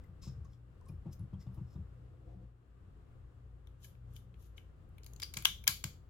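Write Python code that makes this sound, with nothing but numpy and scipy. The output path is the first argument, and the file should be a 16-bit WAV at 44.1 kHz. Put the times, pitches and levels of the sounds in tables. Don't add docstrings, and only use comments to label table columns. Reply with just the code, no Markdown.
import sys
import numpy as np
from scipy import signal
from scipy.fft import rfft, irfft, next_fast_len
from scipy.io import wavfile
from scipy.ndimage import map_coordinates

SR = 44100
rng = np.random.default_rng(int(sys.argv[2]) if len(sys.argv) > 2 else 0)


def natural_amplitude(level_db):
    exponent = np.asarray(level_db, float) / 20
    return 10 ** exponent


def log_audio(samples):
    frames = np.atleast_2d(samples).T
    limited = np.clip(frames, -1, 1)
    pcm = np.round(limited * 32767).astype(np.int16)
    wavfile.write(sys.argv[1], SR, pcm)


N = 268613
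LEFT_RIGHT = np.array([[1], [-1]])


def unit(x):
    return x / np.sqrt(np.mean(x ** 2) + 1e-20)


def along(points, hz):
    f, value = np.transpose(points)
    return np.interp(np.log(hz + 1), np.log(f + 1), value)


def curves(rows):
    s, *columns = np.transpose(rows)
    return [np.interp(np.arange(N) / SR, s, column) for column in columns]


def stroke_db(full_s, db, rise_s, hold_s, fade_db_per_s=900):
    t = np.arange(N) / SR - full_s
    return db - 25.5 * np.maximum(-t, 0) / rise_s - fade_db_per_s * np.maximum(t - hold_s, 0)


def strokes(rows):
    main = natural_amplitude([stroke_db(*row[:4]) for row in rows])
    return main.sum(0), natural_amplitude([row[-1] for row in rows]) @ main


def wobble(rate):
    return map_coordinates(rng.standard_normal(N // 8), [np.arange(N) * rate / SR])


def crackle(spiky_db):
    return rng.standard_normal(N) * natural_amplitude(spiky_db * wobble(700))


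def filtered(x, response):
    m = next_fast_len(x.shape[-1] + 8192)
    return irfft(rfft(x, m) * response(np.fft.rfftfreq(m, 1 / SR)), m)[..., :x.shape[-1]]


def resonances(modes, f):
    total = 0
    for k, (center, width, db) in enumerate(modes):
        damping = 1j * f * width
        total = total + (-1) ** k * natural_amplitude(db) * damping / (center * center - f * f + damping)
    return total


def rush(spectrum, alike):
    def response(hz):
        turn = np.arccos(np.clip(along(alike, hz), 0, 1)) / 2
        return natural_amplitude(along(spectrum, hz)) * [np.cos(turn), np.sin(turn)]

    mid, side = filtered(rng.standard_normal((2, N)), response)
    return unit(np.array([mid + side, mid - side]))


def add(out, s, db, shape):
    start = round(s * SR)
    peak = np.abs(np.atleast_2d(shape)[0]).max()
    out[..., start:start + shape.shape[-1]] += natural_amplitude(db) * shape / peak


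# time_s, level_db
RUMBLE_SWELLS = [(0.0, -50.5), (0.12, -62.5), (0.29, -52.5), (0.63, -63), (0.83, -57.5), (1.97, -57),
                 (2.15, -61.5), (2.42, -60.5), (2.53, -70.5), (2.73, -65), (2.88, -58.5), (3.14, -60.5),
                 (3.48, -61.5), (3.73, -63), (4.07, -60), (4.31, -62), (4.55, -59.5), (5.3, -57.5),
                 (6.09, -60.5)]
# pitch_hz, relative density_db per Hz
RUMBLE_COLOR = [(8, -23), (20, -4.5), (30, -4.5), (45, -4), (60, 4), (108, -6), (139, -7), (200, -15.5),
                (240, -36), (500, -76)]
# pitch_hz, relative density_db per Hz
AIR_COLOR = [(120, -29), (200, -8), (240, -5.5), (529, -9.5), (612, -17.5), (696, -15.5), (950, -20),
             (1180, -15.5), (2420, -30), (2800, -28), (3070, -31), (6280, -42), (7270, -37), (14600, -47.5),
             (16000, -49)]
# pitch_hz, likeness (below 0 counts as 0, 1 is identical)
LIKENESS = [(60, 1), (180, 0.4), (550, 0.37), (1650, -0.12), (4970, 0), (15000, 0.5)]
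# pitch_hz, width_hz, level_db of one pass
DRONE_MODES = [(55.43, 7, -3.5), (89.36, 7.1, -4.5), (118.8, 2.2, -1.5), (145, 12, -11.5), (182, 2.1, -9)]


def room_tone():
    rumble_db, = curves(RUMBLE_SWELLS)
    swell_db = rumble_db - rumble_db.mean()
    drone = unit(filtered(rng.standard_normal(N), lambda f: resonances(DRONE_MODES, f) ** 2))
    drone = natural_amplitude(-55 + 0.5 * swell_db) * drone
    rumble = natural_amplitude(rumble_db + 1.8 * wobble(7.7)) * rush(RUMBLE_COLOR, LIKENESS)
    air = natural_amplitude(-69 + 0.45 * swell_db + 0.64 * wobble(16.0)) * rush(AIR_COLOR, LIKENESS)
    return drone + rumble + air


# full_s, level_db, rise_s, hold_s, fizz_db over the level
PEELS = [(0.044, -89, 0.017, .002, 5), (0.222, -63, 0.0069, 0.037, -6), (0.28, -63.5, .04, 0.0098, -17.5),
         (0.31, -80, .04, .02, -9), (0.454, -80, .024, .004, -16), (0.542, -78.5, 0.097, 0.0035, -5),
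         (0.888, -72, 0.023, 0.0015, 4.5), (1.132, -64.5, 0.025, 0.0014, 2.5),
         (1.408, -69.5, .03, 0.019, -6), (1.548, -82, 0.043, .002, 10.5), (1.734, -77, 0.16, 0.0085, -2)]
# pitch_hz, width_hz, relative level_db
FILM_MODES = [(2400, 930, -16.5), (4000, 910, -10.5), (5270, 250, 1), (7200, 950, -9)]
# start_s, peak_db of ring and of tick, pitch_hz
SNAPS = [(0.04, -66.5, 2060), (0.038, -65, 13500), (0.233, -63.5, 1076), (0.275, -67, 1100),
         (0.447, -63, 1100), (0.45, -68.5, 6600), (0.532, -71, 3380), (0.811, -63.5, 1003),
         (0.862, -64, 1080), (0.855, -68, 8400), (0.886, -63, 1100), (0.888, -67.5, 2400),
         (0.887, -57.5, 10500), (1.128, -60.5, 6100), (1.194, -60.5, 10500), (1.339, -71, 3200),
         (1.412, -70, 2040), (1.467, -73, 3600), (1.545, -64.5, 11000), (1.757, -72.5, 3630)]


def brush():
    film, fizz = strokes(PEELS)
    grains = natural_amplitude(2.0 * wobble(200)) * crackle(spiky_db=1.5)
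    wet = unit(filtered(grains, lambda f: resonances(FILM_MODES, f)))
    fine_grains = crackle(spiky_db=3)
    fine = unit(filtered(fine_grains, lambda f: resonances([(12800, 6700, 0)], f) ** 2))
    out = np.pad(film * wet + fizz * fine, (0, SR))
    t = np.arange(SR // 20) / SR
    for s, db, hz in SNAPS:
        burst = rng.standard_normal(len(t)) * natural_amplitude(-60 * t / 0.035)
        ring = filtered(burst, lambda f: resonances([(hz, 0.069 * hz, 0)], f) ** 2)
        tick = filtered(burst * natural_amplitude(-60 * t / 0.022), lambda f: resonances([(7000, 9000, 0)], f))
        add(out, s, db, ring)
        add(out, s, db, tick)
    return out[:N]


# start_s, thump peak_db, firmness_db per octave, knock drive_db
PUSHES = [(0.078, -48, 6.5, 23.5), (0.261, -36.5, 3.5, 26.5), (0.345, -41, -14, 24), (0.437, -48, -6, 23),
          (0.881, -39, 1, 22), (1.052, -35.5, 5.5, 26.5), (1.184, -35.5, -2, 24), (1.322, -34.5, 3.3, 28),
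          (1.459, -35.5, 1, 28.5), (1.565, -34.5, 2.7, 26), (1.746, -36, 0.5, 22.5), (3.85, -53, -4, 29),
          (5.358, -40.5, 9, 31), (5.46, -52.5, 4, 19), (5.678, -40, 8.5, 31), (5.836, -35, 5, 36)]
# pitch_hz, width_hz, level_db before the firmness tilt
TABLE_MODES = [(70, 7.4, 1), (87, 12, 2), (124.6, 17, 2.5), (157, 28.8, -3), (192, 14, -3),
               (321, 29, -11.5), (556, 510, -21.5), (800, 190, -15.5), (1100, 300, -29)]
# pitch_hz, width_hz, relative level_db
DISH_MODES = [(650, 320, 2.5), (1150, 270, 1.5), (2600, 540, -15)]


def table():
    press_s, slap_db, dish_db = 0.06, -13.5, -27
    out, t = np.zeros(N + SR), np.arange(SR // 2) / SR
    for s, db, firm_db, knock_db in PUSHES:
        knock = natural_amplitude(knock_db) * np.exp(-((t - .004) / 0.0012) ** 2)
        tremble = rng.standard_normal(len(t)) / (1 + (t / press_s) ** 8)
        tremble = natural_amplitude(32) * filtered(tremble, lambda f: 1 / (1 + 1j * f / 330) ** 4)
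        slap = natural_amplitude(knock_db + slap_db) * rng.standard_normal(len(t)) * t / 0.01 * np.exp(-t / 0.011)
        modes = [(hz, width, mode_db + firm_db * np.log2(hz)) for hz, width, mode_db in TABLE_MODES]
        thump = filtered(knock + slap + tremble, lambda f: resonances(modes, f) / (1 + 1j * f / 1300) ** 2)
        dish = filtered(slap, lambda f: resonances(DISH_MODES, f))
        add(out, s, db, thump)
        add(out, s + .004, db + dish_db + 0.71 * firm_db, dish)
    return out[:N]


# full_s, level_db, rise_s, hold_s
SWISHES = [(2.14, -68, 0.11, 0.0078), (2.29, -63.5, 0.19, 0.048), (2.4, -68, 0.16, 0.041)]
# pitch_hz, width_hz, relative level_db
SLEEVE_MODES = [(316, 23, 5), (512, 46, -2.5), (712, 61, -7)]
# full_s, level_db, rise_s, hold_s
DRAGS = [(2.392, -57.5, 0.14, 0.05)]


def hand():
    moves = sum(natural_amplitude(stroke_db(*row, fade_db_per_s=400)) for row in SWISHES)
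    drags = sum(natural_amplitude(stroke_db(*row, fade_db_per_s=400)) for row in DRAGS)
    noise = rng.standard_normal((2, N)) + rng.standard_normal(N)
    swish = unit(filtered(noise, lambda f: resonances(SLEEVE_MODES, f)))
    drag = unit(filtered(rng.standard_normal(N), lambda f: resonances([(189, 20.5, 0)], f) ** 2))
    return moves * swish + drags * drag


# full_s, level_db, rise_s, hold_s, skin hiss_db over the level
TWISTS = [(3.845, -63.5, 0.042, 0.0042, 0), (4.17, -72, 0.081, 0.0012, 0.5), (4.408, -81, 0.061, 0.06, 3.5),
          (4.574, -72.5, 0.016, 0.0036, -1)]
# start_s, peak_db at the spot struck, spot (0 barrel, 1 wall, 2 neck, 3 stem),
# loss_db per part away from the spot (its sign is ignored), edge_db over the peak
CLICKS = [(3.67, -57, .7, 10, -7.5), (3.844, -52.5, 0.66, 3, 1.5), (3.95, -68.5, .05, 12, -19),
          (4.162, -51, 1.05, 4, -1.5), (4.34, -59, 0.05, 30, -19), (4.578, -43.5, 0.11, 21, -26),
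          (4.889, -82, 0.1, 9, 10), (4.981, -53.5, 0.045, 28, -5), (5.032, -47.5, 3.6, 4, -13.5),
          (5.042, -57.5, 2.2, -17, 7.5), (5.062, -48.5, 3.7, 1, 1.8), (5.069, -56, 2.7, 8, -6.5),
          (5.133, -51, 2.95, 35, 2.5), (5.161, -48.5, 2.95, 10, -6.5), (5.198, -39.5, 2.1, 2.5, -2.5),
          (5.218, -33.5, 2, 4.5, -5.5), (5.226, -34.5, .6, 1, -16.5), (5.231, -33, 1.8, 12, -4),
          (5.337, -41, .4, -0.5, 2), (5.341, -39.5, 2.05, 4.5, -9.5), (5.368, -28.5, 0.05, 0, -12.5),
          (5.372, -37.5, 0.1, 8.5, 6.5), (5.385, -41, 2.9, 5.5, -10.5), (5.422, -46, 0.05, 6.5, 5.5),
          (5.4486, -23, 1.1, 0.6, -7.5), (5.4526, -9.5, 0.75, 10, -10), (5.638, -46, 0.15, 4, 4),
          (5.6688, -27, 0.092, 5, -9.5), (5.6753, -17, 2.44, 5.5, -3), (5.6761, -11.5, 1.76, 4, -3),
          (5.8389, -27, 0.1, 0.8, -0.5)]
# pitch_hz, width_hz, relative level_db
TUBE_MODES = [(1037, 500, -11), (1640, 93, -5.5), (2261, 290, 5.5), (3200, 980, 3.5), (4230, 560, 0),
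              (4665, 740, -3.5), (5000, 550, -5.5), (6210, 850, -4.5), (10500, 540, -4.5),
              (11350, 4200, -13.5), (13370, 410, -18.5), (13850, 350, -18.5)]
# low_hz, high_hz
ZONES = [(600, 2550), (2550, 4300), (4300, 5900), (5900, 8500), (9500, 16000)]


def tube():
    def low():
        bands = [(3200, 860, 0.71), (7000, 1700, 0.42)]
        return unit(filtered(crackle(spiky_db=-3.5), lambda f: resonances(bands, f)))

    def high():
        bands = [(10700, 2600, 0.3), (13500, 3000, -1.0)]
        return unit(filtered(crackle(spiky_db=7.5), lambda f: resonances(bands, f) ** 2))

    rub, hiss = strokes(TWISTS)
    out = np.pad([rub * low() + hiss * high() for _ in range(4)], ((0, 0), (0, SR)))
    t = np.arange(SR // 20) / SR
    for k, (s, peak_db, spot, loss_db, edge_db) in enumerate(CLICKS):
        parts_away = np.arange(len(ZONES) - 1) - spot
        zones_db = peak_db + np.append(-np.abs(loss_db * parts_away), edge_db)
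        rattle = rng.standard_normal((2, len(t))) * t ** 2 * np.exp(-t / 0.00092)
        blow = np.linalg.norm(rattle[0]) * (t == t[90])
        ends = rattle + natural_amplitude(-6) * blow * [[1], [0]]
        feeds = np.vstack([ends, blow * (k % 2), blow * (1 - k % 2)])
        for (low_hz, high_hz), db in zip(ZONES, zones_db):
            band = [(np.sqrt(low_hz * high_hz), high_hz - low_hz, 0)]
            add(out, s, db, filtered(feeds, lambda f: resonances(TUBE_MODES, f) * resonances(band, f) ** 2))
    return out[:, :N]


# start_s, peak_db, pitch_hz, length_s
SQUEAKS = [(3.839, -64, 3050, 0.015), (3.844, -64, 1686, 0.008), (4.161, -61, 3050, 0.0091),
           (4.581, -51, 3030, 0.0027), (5.23, -34.5, 4830, .006), (5.242, -45, 4800, 0.005)]


def squeaks():
    out, t = np.zeros(N + SR), np.arange(SR // 20) / SR
    for s, db, hz, length in SQUEAKS:
        slip = np.sin(2 * np.pi * hz * t) + .3 * rng.standard_normal(len(t))
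        slip = slip / (1 + (t / length) ** 6)
        add(out, s, db, filtered(slip, lambda f: resonances([(hz, 0.17 * hz, 0)], f)))
    return out[:N]


# pitch_hz, t60_s
WALL_DECAY = [(200, 0.16), (1000, 0.19), (3500, 0.29), (7000, 0.27), (14000, 0.26)]


def walls(x):
    hz, t, z = signal.stft(rng.standard_normal((2, SR // 2)), SR, nperseg=256)
    decay = natural_amplitude(-60 * t / along(WALL_DECAY, hz)[:, None])
    tail = signal.istft(z * decay, SR, nperseg=256)[1]
    late = np.pad(x, (130, 0))[None]
    return signal.fftconvolve(late, tail / np.linalg.norm(tail[0]), axes=1)[:, :N]


def spaced(x, lag_s):
    return filtered(x, lambda f: np.exp(-1j * np.pi * f * lag_s * LEFT_RIGHT))


def scene():
    film, (alike, apart, odd, even), squeak = brush(), tube(), squeaks()
    plastic = alike + squeak + natural_amplitude(1.0) * apart * LEFT_RIGHT
    plastic = plastic * natural_amplitude(0.8 * LEFT_RIGHT)
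    near = spaced(film, lag_s=.00003) + plastic
    film_echo = natural_amplitude(-8.0) * walls(film)
    plastic_echo = natural_amplitude(-4) * (walls(odd + natural_amplitude(-5) * squeak) + walls(even))
    return near + film_echo + plastic_echo + table() + hand() + room_tone()


def top_cut(x):
    return signal.sosfilt(signal.butter(12, 16480, fs=SR, output="sos"), x)


# pitch_hz, gain_db
PORT_DIP = [(6500, 0), (9000, -3), (11000, -1.5)]


def record(dry):
    lean_db, top_hz = 1.52, 15850
    pair = filtered(dry * natural_amplitude(lean_db * LEFT_RIGHT), lambda f: natural_amplitude(along(PORT_DIP, f)) * (f < top_hz))
    return top_cut(pair)


dry = scene()
out = record(dry)
log_audio(out)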